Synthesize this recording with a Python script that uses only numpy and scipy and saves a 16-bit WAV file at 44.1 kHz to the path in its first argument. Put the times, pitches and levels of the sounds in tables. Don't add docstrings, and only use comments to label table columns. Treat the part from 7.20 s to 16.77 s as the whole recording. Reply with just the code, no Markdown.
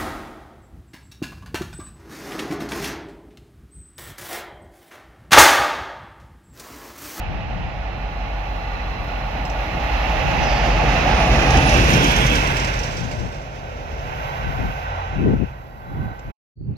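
import sys
import numpy as np
from scipy import signal
from scipy.fft import rfft, irfft
from scipy.io import wavfile
from scipy.ndimage import uniform_filter1d, map_coordinates

SR = 44100
rng = np.random.default_rng(int(sys.argv[2]) if len(sys.argv) > 2 else 0)


def wav_out(sig):
    wavfile.write(sys.argv[1], SR, np.round(np.clip(np.atleast_2d(sig).T, -1, 1) * 32767).astype(np.int16))


N = 422017
T = np.arange(N) / SR
HZ = np.maximum(np.arange(2 ** 18 + 1) * SR / 2 ** 19, 1)

SPEED_M_S, SOUND_M_S = 36, 343
CLOSEST_S = 4.64
TRACK_M, BODY_M = 15, 17.1
BREAK_S, RESUME_S = 9.118, 9.355

# (time [s], rate [Hz])
CYCLE_RATE = [(0, 6.27), (1, 5.93), (2, 5.55), (3, 5.33), (4.55, 5.17), (5.3, 4.56), (6, 4.48), (9.1, 4.45)]
# (multiple of the cycle rate, front level [dB], rear level [dB])
ENGINE_TONES = [(5, -10.5, -23.5), (6, -27.5, -31), (7, -5.5, -20.5), (8, -8.5, -17.5), (9, -3, -12),
                (10, -12, -19.5), (11, -11.5, -3.5), (12, -15, -16), (13, -11, -8), (14, -11, -13.5),
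                (16, -8, -7), (17, -15, -16), (20, -20, -5.5), (25, -26, -11.5), (27, -22, -8.5),
                (30, -22.5, -9.5), (33, -23, -10)]
# (frequency [Hz], level [dB])
EXHAUST_COLOUR = [(25, -43), (42, -2), (62, 3), (90, -8), (125, 1), (160, -0.5), (195, -6.5), (290, -6.5),
                  (380, -12), (500, -12), (900, -33.5), (2500, -63.5)]
# (frequency [Hz], level [dB])
ROAR_COLOUR = [(150, -29.5), (400, -16), (520, -3.5), (680, 2), (770, -1), (860, -3), (980, -9.5),
               (1300, -11.5), (2000, -23), (5000, -69)]
RING_COLOUR = [(600, -12), (1100, 3.5), (1300, 2), (1500, -0.5), (1800, 2.5), (2100, 0), (2600, -2),
               (3200, -5), (4000, -8.5), (5000, -14), (8000, -65)]
HISS_COLOUR = [(2000, -10), (3500, 5), (4600, 4), (5600, 1), (7000, -8), (8000, -14), (10000, -14.5),
               (12500, -14), (15500, -31.5)]
# (pitch [Hz], half width [Hz], level [dB])
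ROAR_NOTES = [(758, 13, -4.5), (822, 8.7, -0.5), (870, 11, -6.5)]
# (place behind the middle [m], level when closest [dB],
# loss at ten times the distance [dB], change from behind [dB], travel until half that change [m])
THROB_PASSING = (-5.5, -24, 8, -3, 17)
GAS_PASSING = (-1.5, -17, 27.5, -10.5, 32)
ROAR_PASSING = (-3, -18, 21.5, -10, -8)
RING_PASSING = (4.5, -24.5, 22.5, -14.5, 39)
HISS_PASSING = (0.5, -32, 35, -9.5, 52)
# (time [s], engine throb [dB], wheel ring [dB], rail song [dB])
SLOW_SWELLS = [(0, -0.5, .5, 2), (.6, 0, -1, 2.5), (1.4, -3, -2, 4.5), (2.3, -1.5, -2, 4),
               (2.9, -0.5, 3, 6.5), (3.35, -2, 2.5, 0.5), (3.8, -1, 0.5, 6), (4.45, -1.5, -0.5, 5.5),
               (5.3, 2.5, .5, 8.5), (5.65, 0.5, 1, 1.5), (5.85, -4, -0.5, 3.5), (6.35, -4, 0, 0.5),
               (6.8, 3, 6.5, 4.5), (7.05, 1, 12, 12.5), (7.45, 5.5, 12, 12.5), (7.65, 2.5, 12.5, 13),
               (7.85, 1.5, 12.5, 13), (8.25, 4, 5.5, 5), (8.5, -9, -2.5, 3.5), (8.8, -14, 1, 11),
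               (9.1, 0, 3.5, 7)]
# (time [s], lower note [dB], upper note [dB])
DRONE_LEVELS = [(0, -34, -40), (1.2, -30, -39), (2.2, -28.5, -34), (2.75, -29.5, -26.5), (3.1, -30, -27.5),
                (3.35, -23.5, -32), (3.6, -22.5, -29.5), (3.85, -33.5, -27.5), (4.05, -20, -24.5),
                (4.45, -19.5, -21), (4.72, -27, -22), (4.9, -23.5, -23.5), (5.15, -29, -27.5),
                (5.4, -38, -36), (5.62, -31, -26), (5.85, -44, -49.5), (9.1, -55, -55)]
# (time [s], half length [s], pitch [Hz], level [dB])
TRACK_THUDS = [(4.4, 0.017, 80, -17), (4.467, 0.02, 54, -12), (4.755, 0.027, 124, -18.5),
               (4.785, 0.033, 164, -20)]
# (pitch [Hz], half width [Hz], level [dB])
RAIL_NOTES_AHEAD = [(750, 61, 2), (1145, 85, 1), (1443, 20, 3), (1985, 77, -6.5), (2690, 24, -15),
                    (3380, 18, -14.5), (4020, 18, -13.5), (4080, 240, -12.5), (5450, 90, -25.5)]
RAIL_NOTES_BEHIND = [(750, 93, 9.5), (1027, 160, 6), (1390, 57, 3), (1530, 29, 8.5), (1922, 30, -2),
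                     (2090, 70, -9.5), (3000, 23, -14), (3400, 20, -10.5), (3917, 50, -10)]
# (frequency [Hz], level [dB])
SIZZLE_COLOUR = [(3500, -17.5), (4600, -1.5), (6000, -25), (7000, -16.5), (8500, -16.5), (10300, -17.5),
                 (11200, -4), (12600, -5.5), (13400, -4.5), (14300, -11.5), (15700, -11)]
# (time [s], level [dB])
SIZZLE_LEVELS = [(0, 0), (.5, -2), (.9, 2), (1.35, 4), (2.3, 6), (2.9, 8), (3.5, 3.5), (4.3, -1), (5.3, 3),
                 (6.35, -3), (6.8, 5), (7.05, 14), (7.25, 10), (7.45, 14.5), (7.62, 12.5), (7.75, 5),
                 (8.25, 5.5), (8.65, 10.5), (9.1, 9.5)]
# (time [s], level [dB])
WHISTLE_LEVELS = [(3.7, -94), (3.95, -54.5), (4.4, -49), (4.75, -48), (5.15, -48), (5.55, -61),
                  (6.1, -65.5), (6.5, -88)]
# (time [s], strength [dB], energy fade time [s], ring pitch [Hz])
KNOCKS = [(2.257, -42, 0.0051, 5450), (2.302, -43, .006, 5800), (4.233, -34.5, .005, 4700),
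          (4.308, -29.5, .005, 6000), (4.375, -28, .006, 5960), (4.497, -28, .008, 6000),
          (4.545, -29, .006, 5900), (4.74, -24, 0.0065, 5800), (4.812, -36, .006, 5600),
          (4.845, -23.5, .006, 6000), (4.897, -36, .005, 3310), (4.967, -24.5, .005, 6050),
          (5.068, -25.5, .007, 6080), (5.157, -23, .007, 5800), (5.275, -29.5, .006, 5740),
          (5.372, -27, .008, 4970), (5.401, -31.5, .009, 5500), (5.451, -27, 0.0042, 5100),
          (5.476, -36, 0.0071, 6000), (5.542, -35, .008, 5500), (5.595, -35, 0.0093, 5700),
          (5.637, -36, .014, 5450), (5.713, -40, .01, 4800), (5.772, -37, .01, 5400),
          (5.845, -44, .008, 6400), (5.917, -36.5, .008, 4700), (5.995, -47, 0.0068, 5900),
          (6.15, -50, .006, 5600), (6.22, -51, .006, 5600), (8.997, -52, .003, 7000)]
# (time [s], half length [s], pitch [Hz], half width [Hz], level [dB])
SQUEALS = [(3.25, 0.053, 5990, 18, -51), (3.3, .055, 5190, 28, -43.5), (3.31, .07, 4600, 24, -42.5),
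           (3.33, 0.093, 4750, 650, -44.5), (3.35, .1, 3460, 25, -47), (3.47, .09, 4570, 30, -47.5),
           (3.48, .08, 5210, 45, -52), (3.5, .5, 2530, 24, -53.5), (4.43, .12, 868, 20, -32),
           (4.5, 0.074, 768, 20, -30.5), (4.53, 0.11, 2645, 65, -38), (4.8, .3, 3920, 90, -43.5),
           (4.95, .2, 3370, 67, -34.5), (4.95, 0.24, 3160, 70, -38), (4.95, 0.23, 488, 16, -34.5),
           (5.2, 0.088, 2605, 51, -42.5), (5.922, .008, 2250, 100, -41), (8.004, 0.05, 2630, 110, -54.5),
           (8.245, 0.035, 2580, 130, -58)]
# (time [s], half length [s], left strength [dB], right strength [dB])
WIND_GUSTS = [(0.107, 0.051, -25, -44), (0.366, 0.12, -26, -32), (5.83, 0.055, -21.5, -44),
              (6.018, 0.043, -21, -41), (7.279, 0.043, -23.5, -44), (7.43, .043, -19.5, -34),
              (8.078, 0.067, -10.5, -17), (8.137, .003, -12, -14.5), (8.225, 0.018, -12.5, -38),
              (8.811, 0.067, -24.5, -21.5), (9.087, 0.022, -30, -29), (9.412, 0.0017, -28, -26),
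              (9.437, 0.034, -35.5, -28.5), (9.507, 0.023, -28, -24.5)]
# (frequency [Hz], level [dB])
SLOW_SWIRL_COLOUR = [(20, -29.5), (35, -2), (60, 0.5), (130, 2.5), (230, -7.5), (390, -18), (700, -42.5),
                     (1300, -54.5), (3000, -82)]
FAST_SWIRL_COLOUR = [(60, -23.5), (150, -2.5), (250, 1), (400, -5.5), (560, -15), (750, -25), (1300, -39),
                     (3000, -82)]
AIR_COLOUR = [(30, -6), (60, 11), (300, 5.5), (800, -5.5), (1500, -17), (2800, -26.5), (4000, -36.5),
              (9000, -51.5)]
# (time [s], pitch [Hz], level [dB])
BIRD_CALL = [(9.355, 4450, -69), (9.548, 4460, -71.5), (9.553, 3620, -68), (9.57, 4520, -53)]
# (frequency [Hz], gain [dB])
RIGHT_MIC_COLOUR = [(500, 0), (700, -0.5), (850, 7), (1080, 0), (1900, 8), (2350, 11.5), (2630, 15.5),
                    (2900, 11.5), (3300, 6), (4400, 0.5), (5900, 11.5), (7000, 9), (8400, -5.5), (10000, 0),
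                    (12500, 1.5), (15500, -8)]


def engine(throb_db, gas_db):
    cycle_hz, = curves(CYCLE_RATE)
    turn = 2 * np.pi * (np.cumsum(cycle_hz) / SR - .11)
    rear = behind()
    throb = 0
    for multiple, front_db, rear_db in ENGINE_TONES:
        k = round(multiple)
        boom_db = 2.5 / (1 + ((k * cycle_hz - 46) / 6) ** 2)
        db = front_db + (rear_db - front_db) * rear + boom_db + (1.5 + 1.8 * rear) * walk(4)
        drift = np.pi * (k - 8) ** 2 / 11 + .3 * walk(2)
        throb = throb + undb(db) * np.sin(k * turn + drift)
    puffs = 1 + (0.29 + 0.22 * rear) * np.cos(16 * turn)
    gas = placed(noise(shape(EXHAUST_COLOUR)), likeness=0.93) * puffs * undb(1.26 * walk(22))
    gas = filtered(gas, shape([(18, -24), (38, 0)]))
    left_right_db = np.array([[-1.1], [0]])
    return unit(throb) * undb(throb_db + left_right_db) + gas * undb(gas_db)


def wheels(roar_db, ring_db, hiss_db):
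    judder = walk(45)
    roar = noise(shape(ROAR_COLOUR) * (1 + resonances(ROAR_NOTES)))
    roar = placed(moving(roar), likeness=0.56) * undb(roar_db + 0.47 * walk(13) + 0.44 * judder)
    ring = steel_noise(RING_COLOUR, depth_db=2.0)
    ring = placed(moving(ring), likeness=0.49) * undb(ring_db + .5 * walk(14) + 0.47 * judder)
    hiss = steel_noise(HISS_COLOUR, depth_db=0.9)
    hiss = placed(hiss, likeness=0.16) * undb(hiss_db + 0.69 * walk(30) + 0.6 * judder)
    sizzle = noise(shape([(5000, -17.5), (8000, -9), (12500, -10.5), (15500, -16.5)]))
    close_by = swell(4.9, 0.33)
    return roar + ring + hiss + sizzle * close_by * undb(-42 + 2.6 * walk(76))


def wheel_drone(approach_turn_hz=11.7):
    turn = phase(approach_turn_hz * doppler(back_m=16))
    return sum(np.sqrt(2) * undb(db + .6 * walk(4)) * np.sin(multiple * turn + .2 * walk(2))
               for multiple, db in zip((4, 5), curves(DRONE_LEVELS)))


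def thuds():
    angles = rng.uniform(0, 2 * np.pi, len(TRACK_THUDS))
    return sum(np.sqrt(2) * undb(db) * swell(s, half_s) * np.sin(2 * np.pi * hz * (T - s) + angle)
               for (s, half_s, hz, db), angle in zip(TRACK_THUDS, angles))


def rails(swell_db, loss_db_per_m=0.08):
    rear = behind()
    song = np.sqrt(1 - rear) * noise(resonances(RAIL_NOTES_AHEAD))
    song += np.sqrt(rear) * noise(resonances(RAIL_NOTES_BEHIND))
    sizzle_db, = curves(SIZZLE_LEVELS)
    sizzle = noise(shape(SIZZLE_COLOUR)) * undb(-22.5 + sizzle_db + walk(25))
    song *= undb(swell_db + 1.3 * walk(9))
    db = -35.2 - loss_db_per_m * np.abs(metres_past()) - 3.5 * rear
    return placed(song + sizzle, likeness=0.76, lags_ms=(.29, 0.497)) * undb(db)


def turbocharger(base_hz=9950, sag_hz_per_s=79):
    hz = (base_hz - sag_hz_per_s * (T - CLOSEST_S)) * doppler(back_m=7.6)
    wobble = noise(shape([(110, 0), (300, -4), (650, -16), (1300, -45)]))
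    db, = curves(WHISTLE_LEVELS)
    flutter_db = 2.6 * walk(34) - .5
    return wobble * np.sqrt(2) * np.sin(phase(hz)) * undb(db + flutter_db)


def rattles(rise_s=.001, lead_s=.0035, ticks_per_s=50):
    force, ring = 0, 0
    for s, db, fade_s, hz in KNOCKS:
        age = T - s + lead_s
        decay = np.where(age < 0, -age / rise_s, age / fade_s / 2)
        knock = undb(db) * np.exp(-np.minimum(decay, 20))
        force += knock
        ring += knock * np.sin(2 * np.pi * hz * T)
    ring = ring * noise(shape([(200, 0), (500, -8), (1200, -35)]))
    ticks = (rng.random(N) < ticks_per_s / SR) * rng.uniform(.3, 1, N)
    ticks = signal.lfilter([1], [1, -np.exp(-1 / (.005 * SR))], ticks)
    force += undb(-40.5) * nearness(back_m=14) ** 2 * ticks
    clank = noise(shape([(1200, -15.5), (2200, -9), (3200, -7.5), (5000, -1),
                         (6500, -11.5), (8000, -7.5), (10000, -25)]))
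    treble = noise(shape([(5000, -14), (8000, 3.5), (12500, -1), (15500, -17)]))
    close_by = swell(4.9, .45)
    body = (clank * force * undb(-1) + ring * undb(-3)) * undb(-6 * close_by)
    return placed(body + treble * force * close_by ** 2 * undb(-13), likeness=0.56)


def squeal():
    rings = sum(noise(resonances([(hz, width, db)])) * swell(s, half_s) * undb(db)
                for s, half_s, hz, width, db in SQUEALS)
    return placed(rings, likeness=0.73) * undb(1.5 * walk(30))


def wind():
    gusts = sum(undb([[left], [right]]) * swell(s, half_s) for s, half_s, left, right in WIND_GUSTS)
    breeze = undb([[-43], [-44]]) * undb(6 * walk(5))
    force = gusts + breeze
    fast_share = np.clip(force / undb(-9), 0, .9)
    slow = placed(noise(shape(SLOW_SWIRL_COLOUR)), likeness=0.2) * np.sqrt(1 - fast_share ** 2)
    fast = placed(noise(shape(FAST_SWIRL_COLOUR)), likeness=0.22) * fast_share
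    return (slow + fast) * force * undb(-1.5 + walk(60))


def bird():
    hz, db = curves(BIRD_CALL)
    roughness = noise(shape([(120, 0), (250, -5), (500, -43)]))
    return roughness * np.sin(phase(hz)) * undb(db - 1)


def country_air(db):
    return noise(shape(AIR_COLOUR)) * undb(db)


def steel_noise(colour, depth_db):
    ripple = rng.standard_normal(400)
    peaks = undb(depth_db * np.interp(HZ, np.linspace(0, 16000, len(ripple)), ripple))
    near = nearness()
    return near * noise(shape(colour) * peaks) + np.sqrt(1 - near ** 2) * noise(shape(colour))


def metres_past(back_m=0):
    return SPEED_M_S * (T - CLOSEST_S) - back_m


def behind(back_m=0):
    return (1 + metres_past(back_m) / np.hypot(metres_past(back_m), TRACK_M)) / 2


def nearness(back_m=0):
    closest = np.hypot(TRACK_M, BODY_M)
    return closest / np.hypot(metres_past(back_m), closest)


def doppler(back_m=0):
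    mach = SPEED_M_S / SOUND_M_S
    return (1 - mach) / (1 + mach * (2 * behind(back_m) - 1))


def passing(source):
    back_m, closest_db, loss_db, rear_db, past_m = source
    return closest_db + loss_db * np.log10(nearness(back_m)) + rear_db * behind(past_m)


def moving(pair, closest_echo_ms=3.8, closest_echo_gain=0.16):
    position = np.minimum(np.cumsum(doppler()), N - 1)
    near = nearness() ** 2
    echo_position = position - closest_echo_ms * near * SR / 1000
    direct = np.array([map_coordinates(x, [position], order=3) for x in pair])
    echo = np.array([map_coordinates(x, [echo_position], order=1) for x in pair])
    return unit(direct - closest_echo_gain * near * echo)


def placed(pair, likeness, lags_ms=(-0.061, 0.476)):
    direct, scattered = pair
    lag_ms = np.interp(behind(back_m=-10.6), [0, 1], lags_ms)
    late = map_coordinates(direct, [(T - lag_ms / 1000) * SR], order=3, mode="nearest")
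    return np.array([direct, likeness * late + np.sqrt(1 - likeness ** 2) * scattered])


def undb(db):
    return 10 ** (np.asarray(db) / 20)


def unit(x):
    return x / np.sqrt(np.mean(x ** 2))


def phase(hz):
    return 2 * np.pi * np.cumsum(hz) / SR


def curves(rows):
    times, *columns = np.transpose(rows)
    return [np.interp(T, times, column) for column in columns]


def swell(peak_s, half_s):
    return np.exp(-np.minimum(((T - peak_s) / half_s) ** 2, 100) / 2)


def walk(steps_per_s):
    steps = rng.standard_normal(4096)
    path = np.interp(T * steps_per_s, np.arange(len(steps)), steps)
    return 1.3 * uniform_filter1d(path, int(SR / steps_per_s / 2))


def shape(colour):
    hz, db = np.transpose(colour)
    return undb(np.interp(np.log(HZ), np.log(hz), db))


def resonances(notes):
    return sum(undb(db) / (1 + ((HZ - hz) / width) ** 2) for hz, width, db in notes)


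def filtered(x, gain):
    return irfft(rfft(x, 2 * len(HZ) - 2) * gain)[..., :N]


def noise(gain):
    return unit(filtered(rng.standard_normal((2, N)), gain))


def scene():
    engine_db, wheels_db, rails_db = curves(SLOW_SWELLS)
    motor = engine(throb_db=passing(THROB_PASSING) + engine_db,
                   gas_db=passing(GAS_PASSING) + 0.27 * engine_db)
    rolling = wheels(roar_db=passing(ROAR_PASSING) + 0.45 * wheels_db,
                     ring_db=passing(RING_PASSING) + wheels_db,
                     hiss_db=passing(HISS_PASSING) + 0.83 * wheels_db)
    train = motor + rolling + wheel_drone() + thuds() + rails(rails_db)
    train += turbocharger() + rattles() + squeal()
    before = np.clip((BREAK_S - T) / 0.013, 0, 1)
    after = np.clip((T - RESUME_S) / 0.023, 0, 1)
    air_fade_in = np.clip((T - RESUME_S) / 0.18, 0, 1) ** 2
    pass_by = train + country_air(db=-47.5)
    gusts = wind()
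    lineside = bird() + country_air(db=-46.5) * air_fade_in
    return pass_by * before + gusts * (before + after) + lineside * after


def record(dry, ceiling=.95, top_hz=15750):
    cepstrum = irfft(np.log(shape(RIGHT_MIC_COLOUR)))
    cepstrum[1:len(HZ) - 1] *= 2
    cepstrum[len(HZ):] = 0
    pair = np.array([dry[0], filtered(dry[1], np.exp(rfft(cepstrum)))])
    rounded = pair / (1 + (pair / ceiling) ** 6) ** (1 / 6)
    return signal.sosfilt(signal.ellip(10, .2, 80, top_hz, fs=SR, output="sos"), rounded)


dry = scene()
out = record(dry)
wav_out(out)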